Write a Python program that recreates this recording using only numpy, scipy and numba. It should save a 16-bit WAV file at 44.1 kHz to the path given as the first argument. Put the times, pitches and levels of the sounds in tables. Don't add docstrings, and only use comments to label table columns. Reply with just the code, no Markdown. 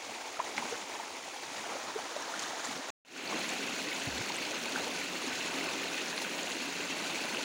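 import sys
import numpy as np
from scipy import signal
from scipy.fft import rfft, irfft, next_fast_len
from scipy.io import wavfile
from numba import njit

SR = 44100
rng = np.random.default_rng(int(sys.argv[2]) if len(sys.argv) > 2 else 0)


def dump_mix(stems):
    frames = np.atleast_2d(stems).T
    limited = np.clip(frames, -1, 1)
    pcm = np.round(limited * 32767).astype(np.int16)
    wavfile.write(sys.argv[1], SR, pcm)


N = 328104
TIME_S = np.arange(N) / SR
CASCADE_FROM_S = 3
CUTOFF_HZ = 15850


def riffle():
    # pitch_hz, relative_density_db
    bank_colour = [(30, -40), (55, -41.5), (80, -24), (150, -18.5), (260, -2.5), (580, -1.5), (860, 3),
                   (1200, -5), (1750, -9.5), (2250, -3.5), (3000, -9), (5000, -12.5), (8500, -11),
                   (11000, -21)]
    # pitch_hz, relative_density_db
    current_colour = [(30, -41), (55, -26.5), (80, -31), (150, -12), (260, -4), (450, -2), (900, -0.5),
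                      (1800, -4.5), (2150, -11), (3000, -14.5), (3700, -12.5), (5000, -16), (8500, -15),
                      (11000, -26.5)]
    # time_s, current_share (0-1)
    turn = [(1.3, 0.15), (2.2, 0.79)]
    bank_gurgle_db, bank_spray_db = -46.5, -47.5
    current_gurgle_db, current_spray_db = -42.5, -41.5

    froth = bubbles(count=14000, low_hz=156, high_hz=16370, spread_db=0.5, cycles=2.0, rise_octaves=0.17)
    gurgles = bubbles(count=1600, low_hz=255.5, high_hz=1990, spread_db=1.2, cycles=3.566, rise_octaves=0.17)
    tinkles = bubbles(count=2200, low_hz=2463, high_hz=14700, spread_db=2.0, cycles=6.6, rise_octaves=0.026)
    water = rush(patchy_db=0.0, churn_hz=7.7)
    water = water + from_db(-3) * froth + from_db(-13.0) * gurgles + from_db(-11.5) * tinkles

    turn_s, share = np.transpose(turn)
    turned = np.interp(TIME_S, turn_s, share)

    def blend(bank, current):
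        return (1 - turned) * bank + turned * current

    water = blend(coloured(water, bank_colour), coloured(water, current_colour))
    gurgle_db = blend(bank_gurgle_db, current_gurgle_db)
    spray_db = blend(bank_spray_db, current_spray_db)
    water = flowing(water, gurgle_db, spray_db, slosh_db=1.45, spatter_db=0.0)
    return bass_shifts(water, edge_hz=230, drift_db=4.0, corner_hz=7.1)


def cascade():
    # pitch_hz, relative_density_db
    cascade_colour = [(30, -23), (50, -38), (80, -18.5), (120, -8.5), (180, -1.5), (310, 6), (450, 4),
                      (950, 1.5), (1250, -2.5), (2400, -2), (3400, -6), (5000, -11.5), (8000, -8.5),
                      (11000, -16.5)]
    # centre_hz, width_hz, gain_db
    hollows = [(178, 20, 7), (262, 54, 6), (1487, 137, 4.5), (2640, 420, 4.5), (4270, 780, 4.5)]

    froth = bubbles(count=20000, low_hz=131, high_hz=16100, spread_db=3.5, cycles=1.4, rise_octaves=0.13)
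    gurgles = bubbles(count=1700, low_hz=203.3, high_hz=2191, spread_db=1.33, cycles=3.81, rise_octaves=0.15)
    tinkles = bubbles(count=2400, low_hz=3500, high_hz=14620, spread_db=1.5, cycles=6.5, rise_octaves=0.0067)
    water = rush(patchy_db=1.5, churn_hz=27.7)
    water = water + from_db(-4.5) * froth + from_db(-13.0) * gurgles + from_db(-7.0) * tinkles
    water = coloured(water, cascade_colour, hollows)
    return flowing(water, gurgle_db=-42, spray_db=-39.0, slosh_db=0.48, spatter_db=0.72)


def flowing(water, gurgle_db, spray_db, slosh_db, spatter_db):
    # crest_s, half_length_s, gurgle_gain_db, spray_gain_db
    surges = [(0.507, .04, 5.5, 1.7), (0.696, 0.13, 2.5, 3), (1.562, 0.07, -1.5, 1.7),
              (1.735, 0.065, 3.5, 0.7), (2.424, 0.13, 0.7, 2), (2.695, .08, -0.7, 3),
              (3.336, 0.052, 4, -0.3), (4.79, .05, 2.5, 1), (5.596, 0.13, 3.5, 0.5),
              (7.275, 0.33, 0.9, 0.5)]
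    for crest_s, half_s, gurgle_gain_db, spray_gain_db in surges:
        swell = hump(crest_s, half_s)
        gurgle_db = gurgle_db + gurgle_gain_db * swell
        spray_db = spray_db + spray_gain_db * swell
    gurgle = low_part(water, edge_hz=1980)
    spray = water - gurgle
    slosh = slosh_db * drift(23)
    spatter = spatter_db * drift(68)
    gurgle = rms_one(gurgle) * from_db(gurgle_db + slosh)
    spray = rms_one(spray) * from_db(spray_db + .5 * slosh + spatter)
    return gurgle + spray


def bass_shifts(sound, edge_hz, drift_db, corner_hz):
    # middle_s, half_length_s, gain_db
    shifts = [(.26, .06, -16), (.6, .08, 14), (2.73, .05, 9)]
    bass_db = drift_db * drift(corner_hz) + sum(db * hump(s, half_s) for s, half_s, db in shifts)
    return sound + (from_db(bass_db) - 1) * low_part(sound, edge_hz)


def bubbles(count, low_hz, high_hz, spread_db, cycles, rise_octaves):
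    when, size, strength, damping = rng.random((count, 4)).T
    root_low, root_high = np.sqrt(low_hz), np.sqrt(high_hz)
    hz = (root_low + size * (root_high - root_low)) ** 2
    db = 15 * np.log10(hz / high_hz)
    db = db + spread_db * np.minimum(-np.log(1 - strength), 5)
    decay_s = cycles * (hz / 1000) ** .5 * (.5 + damping) / hz
    rise = rise_octaves * damping * 2
    return rms_one(ring(np.column_stack([when * N / SR, hz, db, decay_s / 5, decay_s, rise])))


def rush(patchy_db, churn_hz):
    out = 0
    edges_hz = 30 * 2. ** np.arange(10)
    for low_hz, high_hz in zip(edges_hz, [*edges_hz[1:-1], CUTOFF_HZ + 2000]):
        bandpass = signal.butter(2, [low_hz, high_hz], "band", fs=SR, output="sos")
        band = signal.sosfilt(bandpass, rng.standard_normal(N))
        out = out + band * from_db(patchy_db * drift(churn_hz))
    return rms_one(out)


def plops():
    # peak_s, pitch_hz, level_db
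    large_bubbles = [(0.371, 1290, -35), (.397, 690, -29), (0.4019, 986, -20), (.583, 860, -30),
                     (.6, 233, -38), (.626, 940, -28), (.727, 464, -29), (.755, 1434, -35),
                     (1.001, 875, -32), (1.665, 690, -33.5), (1.757, 560, -31.5), (1.963, 426, -27),
                     (2.165, 597, -30), (2.341, 1400, -27.5), (2.535, 714, -32), (2.691, 263, -37),
                     (2.796, 263, -40), (3.328, 1080, -28), (3.346, 310, -31), (4.303, 910, -29.5),
                     (4.761, 1500, -22.5), (4.777, 830, -30), (4.872, 466, -33), (5.281, 251, -35),
                     (7.158, 2280, -26)]
    swell_cycles, decay_cycles, rise_octaves = 1.718, 3, 0.13
    return ring(np.array([(s, hz, db, swell_cycles / hz, decay_cycles / hz, rise_octaves)
                          for s, hz, db in large_bubbles]))


def drops(swell_s, decay_s, rise_octaves):
    # peak_s, pitch_hz, level_db
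    landings = [(0.581, 2180, -20), (2.224, 5580, -28), (2.394, 6700, -24.5), (2.438, 3700, -28),
                (2.656, 7300, -23.5), (3.492, 7250, -23), (4.321, 4434, -27), (4.3665, 8140, -19.5),
                (5.413, 2740, -23.5), (6.164, 10600, -28), (6.179, 2610, -24), (6.179, 4200, -24),
                (6.432, 6830, -26), (7.372, 2840, -23)]
    return ring(np.array([(s, hz, db, swell_s, decay_s, rise_octaves) for s, hz, db in landings]))


def splashes():
    # start_s, level_db, centre_hz
    bursts = [(0.392, -36, 820), (.566, -38.5, 3100), (0.578, -36, 1550), (0.738, -38.5, 800),
              (2.392, -35, 4200), (2.421, -36, 4200), (3.31, -40, 1000), (4.776, -38, 1100),
              (6.217, -31.5, 6000)]
    width_octaves = 2.2
    decay_at_1khz_s, shortening_power = 0.019, 0.27
    out = 0
    spray = rng.standard_normal(N) * from_db(2.0 * drift(300))
    reach = 2 ** (width_octaves / 2)
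    for start_s, db, hz in bursts:
        band = signal.butter(2, [hz / reach, min(hz * reach, CUTOFF_HZ)], "band", fs=SR, output="sos")
        decay_s = decay_at_1khz_s * (1000 / hz) ** shortening_power
        envelope = (TIME_S >= start_s) * np.exp(-np.abs(TIME_S - start_s) / decay_s)
        out = out + from_db(db) * envelope * rms_one(signal.sosfilt(band, spray))
    return out


def bump():
    # peak_s, level_db
    knocks = [(4.077, -34), (4.21, -40.5)]
    middle_s, half_s, knock_half_s = 4.143, 0.076, 0.0067
    low_hz, end_hz, tone_db = 67, 172, -50
    away = np.minimum(np.abs(TIME_S - middle_s) / half_s, 1)
    hz = low_hz * (end_hz / low_hz) ** (away ** 2.9)
    level = from_db(tone_db) * (1 - away ** 10)
    level = level + sum(from_db(db) * hump(s, knock_half_s) for s, db in knocks)
    return level * np.sin(2 * np.pi * np.cumsum(hz) / SR)


def rumble(level_db, throb_db):
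    # pitch_hz, relative_density_db
    spectrum = [(30, -20), (55, -19.5), (80, 0.0), (130, -0.5), (300, -31.0), (1000, -72.5)]
    low = coloured(rng.standard_normal(N), spectrum)
    return rms_one(low) * from_db(level_db + throb_db * drift(14))


@njit
def ring(rows):
    out = np.zeros(N)
    for k in range(len(rows)):
        s, hz, db, swell, decay, rise = rows[k]
        phase, height = 0., 10 ** (db / 20)
        first = max(0, int((s - 4 * swell) * SR))
        last = min(N, int((s + 6 * decay) * SR))
        for i in range(first, last):
            t = i / SR - s
            phase += 2 * np.pi * hz / SR * 2 ** (rise * t / (decay + abs(t)))
            out[i] += height * np.exp(t / swell if t < 0 else -t / decay) * np.sin(phase)
    return out


def drift(corner_hz):
    r = np.exp(-80 * np.pi * corner_hz / SR)
    noise = rng.standard_normal(N // 40 + 2002)
    slow = signal.lfilter([1], [1, -2 * r, r * r], noise)[2000:]
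    return np.interp(np.arange(N) / 40, np.arange(len(slow)), rms_one(slow))


def hump(centre_s, half_s):
    return np.exp(-((TIME_S - centre_s) / half_s) ** 2)


def from_db(db):
    return 10 ** (np.asarray(db) / 20)


def rms_one(x):
    return x / np.sqrt(np.mean(x ** 2) + 1e-20)


def filtered(x, gain_at):
    size = next_fast_len(N + SR // 4, True)
    hz = np.maximum(np.arange(size // 2 + 1) * SR / size, 1)
    return irfft(rfft(x, size) * gain_at(hz), size)[:N]


def low_part(x, edge_hz):
    return filtered(x, lambda hz: 1 / (1 + (hz / edge_hz) ** 6))


def coloured(x, spectrum, resonances=()):
    points_hz, points_db = np.transpose(spectrum)

    def gain_at(hz):
        db = np.interp(np.log(hz), np.log(points_hz), points_db)
        for centre_hz, width_hz, peak_db in resonances:
            db = db + peak_db / (1 + (2 * (hz - centre_hz) / width_hz) ** 2)
        return from_db(db)

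    return filtered(x, gain_at)


def scene():
    stream = np.where(TIME_S < CASCADE_FROM_S, riffle(), cascade())
    stream = stream + rumble(level_db=-76.0, throb_db=4.0)
    singles = plops() + drops(swell_s=0.000378, decay_s=0.00085, rise_octaves=0.026) + splashes()
    return (stream + singles + bump())[None]


def record(dry):
    # pitch_hz, gain_db
    response = [(25, -1.5), (70, 0.5), (5600, 0), (6600, 1), (7200, -2), (8000, -9.5), (10000, -5.5),
                (12200, -12), (13900, -22), (14700, -6)]
    silent_from_s, silent_to_s = 2.904, 3.0495
    return_s, return_start_gain, return_power = 0.26, 0.045, 1.23
    ramp = np.clip((TIME_S - silent_to_s) / return_s, 0, 1) ** return_power
    returning = return_start_gain + (1 - return_start_gain) * ramp
    fade = (TIME_S < silent_from_s) + (TIME_S > silent_to_s) * returning
    heard = coloured(dry[0], response) * fade
    return filtered(heard, lambda hz: np.clip((CUTOFF_HZ - hz) / 200 + .5, 0, 1))[None]


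dry = scene()
out = record(dry)
dump_mix(out)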